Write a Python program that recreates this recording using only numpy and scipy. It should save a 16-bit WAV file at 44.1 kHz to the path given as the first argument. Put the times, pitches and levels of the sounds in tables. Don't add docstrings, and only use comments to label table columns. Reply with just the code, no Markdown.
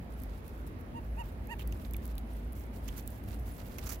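import sys
import numpy as np
from scipy import signal
from scipy.fft import rfft, irfft
from scipy.io import wavfile
from scipy.ndimage import uniform_filter1d

SR = 44100
rng = np.random.default_rng(int(sys.argv[2]) if len(sys.argv) > 2 else 0)


def transcribe(signal):
    frames = np.atleast_2d(signal).T
    limited = np.clip(frames, -1, 1)
    pcm = np.round(limited * 32767).astype(np.int16)
    wavfile.write(sys.argv[1], SR, pcm)


N = 176400
TIME = np.arange(N) / SR
SAND_LIKENESS = 0.16

# frequency_hz, gain_db
FINE_SAND_TONE = [(300, -51), (2000, -15), (5000, -12), (9000, -9), (10500, -4), (12000, -3), (14000, -4),
                  (16000, 3)]


def amp(db):
    return 10 ** (np.asarray(db) / 20)


def unit(x):
    return x / np.sqrt(np.mean(x ** 2) + 1e-20)


def read(points, hz):
    f, value = np.transpose(points)
    return np.interp(np.log(hz + 1), np.log(f + 1), value)


def colour(x, points):
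    gain = amp(read(points, abs(np.fft.fftfreq(2048, 1 / SR))))
    response = np.exp(np.conj(signal.hilbert(np.log(gain))))
    taps = np.fft.ifft(response).real[:1024]
    return signal.oaconvolve(x, taps[None] / np.linalg.norm(taps), axes=1)[:, :N]


def pan(side_db):
    gains = amp(np.array([np.atleast_1d(side_db), -np.atleast_1d(side_db)]) / 2)
    return gains / np.sqrt((gains ** 2).mean(0))


def pair(noise, likeness):
    c = np.clip(likeness, -1, 1)
    return np.array([noise[0], c * noise[0] + np.sqrt(1 - c ** 2) * noise[1]])


def drift(rate_hz):
    lowpass = np.exp(-(np.fft.rfftfreq(N, 1 / SR) / rate_hz) ** 2)
    return unit(irfft(rfft(rng.standard_normal(N)) * lowpass, N))


def gate(start, length, rise_s, fall_s):
    attack = np.sin(np.pi / 2 * np.clip((TIME - start) / rise_s, 0, 1))
    release = np.sin(np.pi / 2 * np.clip((start + length - TIME) / fall_s, 0, 1))
    return attack * release


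def traffic():
    tone = [(20, -27), (36, -10), (50, 4), (75, 3), (110, -3), (170, -9), (230, -5), (330, -12.5),
            (420, -16), (620, -17.5), (850, -22), (1200, -25.5), (2200, -30.5), (3200, -38), (5000, -45),
            (8000, -53.5), (16000, -39.5)]
    likeness = [(30, 0.95), (70, 0.96), (170, 0.96), (350, 0.74), (700, 0.22), (1400, -0.43), (3000, 0.035),
                (16000, -0.94)]
    sides = [(100, 0), (350, 0.5), (700, -1), (1400, -3), (2800, -7), (8000, -4), (16000, 9)]
    hz = np.fft.rfftfreq(4096, 1 / SR)
    real, imag = rng.standard_normal((2, 2, N // 1024 + 5, len(hz)))
    slow_noise = uniform_filter1d(rng.standard_normal(real.shape[1:]), size=5, axis=0)
    patches_db = unit(uniform_filter1d(slow_noise, size=30, axis=1))
    noise = pair(real + 1j * imag, read(likeness, hz))
    frames = noise * pan(read(sides, hz))[:, None] * amp(read(tone, hz) + patches_db)
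    wash = signal.istft(frames.transpose(0, 2, 1), nperseg=4096, noverlap=3072)[1][:, :N]
    return amp(-43) * unit(wash)


def engine_drone():
    levels = [(0.0, -48), (0.36, -38), (0.48, -72), (0.58, -37), (0.83, -61), (1.1, -34.5), (1.45, -41.5),
              (1.74, -30), (1.8, -43), (1.96, -31.5), (2.04, -47), (2.1, -33), (2.43, -38.5), (3.27, -41),
              (3.42, -32), (3.52, -42.5), (4.0, -43.5)]
    pitch_hz = 54.67 * (1 + 0.056 * drift(13.2))
    phase = 2 * np.pi * np.cumsum(pitch_hz) / SR
    level_db = np.interp(TIME, *np.transpose(levels)) - 3
    return amp(level_db) * np.sqrt(2) * np.sin(phase)


def harness_clip(decay_s=0.009):
    tinkles = [(0.137, -58, 10200), (2.333, -58, 9550), (2.842, -59, 9550), (3.521, -52.5, 10300),
               (3.536, -59, 9700)]
    out = np.zeros(N)
    for start, db, hz in tinkles:
        t = TIME[TIME >= start] - start
        out[-len(t):] += amp(db) * np.exp(-t / decay_s) * np.sin(2 * np.pi * hz * t)
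    return out


def grains(per_s, spread_db=2.6):
    size = amp(spread_db * np.minimum(rng.exponential(1, N), 5))
    hits = rng.random(N) < per_s / SR
    return unit(size * hits * pair(rng.standard_normal((2, N)), SAND_LIKENESS))


def fine_grains(per_s, width_hz=1100):
    pitches_hz = np.arange(2500, 15500, width_hz)
    out = np.zeros((2, N))
    for hz in pitches_hz:
        clicks = grains(per_s / len(pitches_hz), spread_db=2.3)
        out += signal.lfilter(*signal.iirpeak(hz, hz / width_hz, SR), clicks)
    return unit(out)


def trickle():
    levels = [(0, -69), (.6, -65.5), (.8, -71.5), (1.4, -65.5), (1.8, -61.5), (2.4, -69), (2.9, -61),
              (3.2, -63.5), (4, -60.5)]
    level_db = np.interp(TIME, *np.transpose(levels)) + 2 * drift(27)
    return colour(amp(level_db) * fine_grains(per_s=4600), FINE_SAND_TONE)


def snap(start, db, side_db, tone, decay_s):
    t = TIME[:SR // 20]
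    fade = np.exp(-t / decay_s)
    burst = colour(fade * pair(rng.standard_normal((2, len(t))), SAND_LIKENESS), tone)
    burst *= np.linalg.norm(fade) / np.linalg.norm(burst, axis=1, keepdims=True)
    placed = np.pad(burst, ((0, 0), (round(start * SR), N)))[:, :N]
    return pan(side_db) * amp(db) * placed


def grit():
    ticks = [(0.201, -54, 10), (0.22, -54, 9), (0.236, -48, -21), (0.48, -53, 12), (.667, -56, 10),
             (0.674, -52.5, 12), (1.472, -52, -22), (1.675, -45.5, -8), (1.723, -59, -11),
             (1.910, -51, -21), (1.936, -41.5, -15), (1.966, -41.5, -15), (2.055, -44.5, -4),
             (2.0656, -51, -7), (2.078, -50.5, -17), (2.113, -58, -8), (2.154, -54, -14),
             (2.1814, -45.5, 2), (2.5235, -55, 7), (2.531, -52.5, 1), (3.0764, -38.5, -6.5),
             (3.105, -52, 0), (3.239, -54.5, 1), (3.286, -52, 7), (3.3964, -57, -15), (3.7848, -44.5, -9),
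             (3.839, -54, -7), (3.844, -54, -7), (3.924, -41, -12), (3.932, -42, -18), (3.9464, -50, -9),
             (3.958, -56, -12)]
    tone = [(500, -53), (2000, -43), (3500, -12.5), (5500, -14.5), (8000, -12), (10500, -1.5), (12500, -1),
            (16000, -3)]
    return sum(snap(start, db + 10, side_db, tone, decay_s=0.0012) for start, db, side_db in ticks)


def clods():
    # start_s, relative_level_db, decay_s, ring_hz, side_db
    crunches = [(1.593, -47.5, 0.0092, 2920, -7), (1.603, -50.5, 0.0048, 3220, -9),
                (1.61, -42.5, 0.0014, 2510, -2), (1.619, -51.5, 0.0085, 3300, -9),
                (1.725, -45.5, 0.0018, 2840, -13), (1.849, -50.5, 0.0037, 3980, -22),
                (1.9426, -46, 0.0016, 3270, -15), (1.9453, -42.5, 0.002, 2400, -14),
                (2.1805, -43, 0.0014, 3900, -3), (2.879, -51, 0.004, 2600, -9),
                (2.887, -46.5, .007, 3150, -10), (3.784, -44.5, 0.0027, 2580, -8),
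                (3.789, -47, 0.0041, 2350, -20)]
    tone = [(.1, -12), (.5, -19), (.8, -6), (1, 0.5), (1.25, -11), (1.6, -20.5), (2.4, -26), (6, -30)]
    return sum(snap(start, db + 1, side_db, np.multiply(tone, [ring_hz, 1]), decay_s)
               for start, db, decay_s, ring_hz, side_db in crunches)


def stroke_power(start, length, db):
    return (amp(db) * gate(start, length, rise_s=0.26 * length, fall_s=0.45 * length)) ** 2


def digging(grains_per_s=9000):
    strokes = [(0.095, 0.056, -63, -16), (0.159, 0.11, -58, -6), (0.28, 0.14, -66, 8),
               (0.438, 0.084, -59.5, -0.5), (0.502, 0.15, -65, -10), (0.661, 0.033, -58.5, 1),
               (0.786, 0.039, -61, -15), (1.032, 0.051, -64, -19), (1.228, 0.093, -58.5, -1),
               (1.584, 0.057, -50.5, -5), (1.705, 0.077, -68, 14), (1.793, 0.053, -56.5, 2),
               (1.841, 0.036, -56, 1), (2.016, 0.053, -59, 3), (2.075, 0.062, -61.5, 6),
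               (2.174, 0.032, -56.5, -15), (2.279, 0.15, -60, 0), (2.544, 0.11, -53.5, -27),
               (2.726, 0.064, -55, -1.5), (2.814, 0.24, -61.5, 6), (2.961, 0.056, -45, -7),
               (3.057, 0.16, -58, -1), (3.268, .11, -53.5, 1.5), (3.452, 0.084, -51.5, -5),
               (3.506, 0.22, -59, -3), (3.575, 0.058, -59.5, 11), (3.626, 0.24, -58, 4),
               (3.783, 0.016, -49, 4), (3.786, 0.093, -59, 6.5), (3.822, 0.16, -51.5, 4.5)]
    scrapes = [(1.723, 0.0053, -50), (2.877, 0.014, -48.5), (2.969, 0.037, -52.5), (3.7835, .004, -44),
               (3.79, 0.0052, -44), (3.855, 0.031, -43.5), (3.888, 0.023, -39.5), (3.907, 0.053, -46)]
    coarse_tone = [(100, -43), (500, 6), (1400, 4.5), (2400, 1), (3600, 0.5), (5000, -2), (6500, -6),
                   (8000, -7.5), (10000, -4.5), (16000, -19)]
    scrape_tone = [(500, -5.5), (1300, -1), (2400, -3), (3600, -22.5), (4500, -4.5), (5300, -4), (6200, 1),
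                   (7200, -2.5), (8200, -9), (10000, -5), (11800, -3), (14500, -3)]
    fine_power, coarse_power = np.zeros((2, N))
    for start, length, db, coarse_db in strokes:
        fine_power += stroke_power(start, length, db)
        coarse_power += stroke_power(start, length, db + coarse_db - 6.5)
    claw_power = sum(stroke_power(*scrape) for scrape in scrapes)
    layers = [(fine_power, fine_grains(grains_per_s), FINE_SAND_TONE),
              (coarse_power, grains(grains_per_s), coarse_tone),
              (claw_power, grains(grains_per_s), scrape_tone)]
    sliding = np.zeros((2, N))
    for power, sand, tone in layers:
        clumps = unit(amp(2.5 * drift(rate_hz=88)))
        sliding += colour(np.sqrt(power) * clumps * sand, tone)
    return pan(side_db=-7.5) * sliding


def with_echo(voice, decay_s=0.014):
    t = TIME[:SR // 8]
    taps = rng.standard_normal((2, len(t))) * np.exp(-t / decay_s) * (1 - np.exp(-2 * t / decay_s))
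    echo = signal.oaconvolve(voice, taps / np.linalg.norm(taps[0]), axes=1)[:, :N]
    return voice + amp(-17.5) * signal.lfilter(*signal.butter(1, 4000, fs=SR), echo)


def meerkat_calls():
    # start_s, length_s, level_db, top_pitch_hz, pitch_sag_share,
    # relative_second_harmonic_db, relative_upper_harmonics_db, right_port_lag_s
    calls = [(0.938, 0.0576, -43, 933, 0.029, -16.5, -10, .00043),
             (1.165, 0.063, -41.5, 954, 0.13, -12, -4, 0.00035),
             (1.484, 0.062, -43, 957, 0.14, 0, 0.5, .00018)]
    throat = [(850, 1), (1900, 1), (2650, 0), (2900, -4.5), (3700, -27.5), (4700, -22.5), (5600, -43),
              (6700, -19.5), (8400, -32), (9400, -16), (10400, -38), (12000, -16), (13500, -31)]
    sides = [(950, -2), (1900, -12), (2800, -15), (6500, -24), (12000, -1)]
    breath_tone = [(800, -6), (2800, -2), (4500, -4), (8500, -3), (12000, 1), (16000, -17)]
    peak = 0.567
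    jitter, rasp = 0.0062 * drift(170), 0.016 * drift(820)
    shimmer = amp(1.1 * drift(150))
    hiss = rng.standard_normal((2, N))
    voice, breath = np.zeros((2, 2, N))
    for start, length, db, top_hz, sag, second_db, upper_db, lag_s in calls:
        on = (TIME >= start) & (TIME < start + length)
        progress = (TIME[on] - start) / length
        effort = amp(db) * (shimmer * gate(start, length, rise_s=0.033, fall_s=0.0056))[on]
        before_peak = np.sin(np.pi / 2 * (1 - progress / peak))
        from_peak = np.where(progress < peak, before_peak, (progress - peak) / (1 - peak))
        hz = top_hz * (1 - sag * from_peak ** 2 + jitter[on] + rasp[on])
        phase = 2 * np.pi * np.cumsum(hz) / SR
        swell = amp(-9 * from_peak ** 2)
        puffs = 1 + np.cos(phase)
        breath[:, on] += hiss[:, on] * effort * swell * amp(upper_db - 21) * puffs
        port_phases = np.array([phase, phase - 2 * np.pi * hz * lag_s])
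        for k in range(1, 15):
            weight = 1 if k == 1 else swell * amp(second_db if k == 2 else upper_db)
            harmonic = amp(read(throat, k * hz)) * weight * effort * np.cos(k * port_phases)
            voice[:, on] += pan(read(sides, k * hz)) * harmonic
    return voice + pan(side_db=5) * colour(breath, breath_tone)


def scene():
    meerkat = with_echo(meerkat_calls()) + digging() + trickle() + grit() + clods() + harness_clip()
    return meerkat + traffic() + engine_drone()


def record(dry):
    ports = [(5500, -0.5), (7400, -4.5), (8300, 3.5), (9200, 3.5), (10200, 13), (11200, -0.5), (12800, -4),
             (16000, -5)]
    port_gains = pan(read(ports, np.fft.rfftfreq(N, 1 / SR)))
    ported = irfft(rfft(dry) * port_gains, N)
    lowpass = signal.firwin(511, cutoff=15850, window=("kaiser", 9), fs=SR)
    return signal.oaconvolve(ported, lowpass[None], "same")


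dry = scene()
out = record(dry)
transcribe(out)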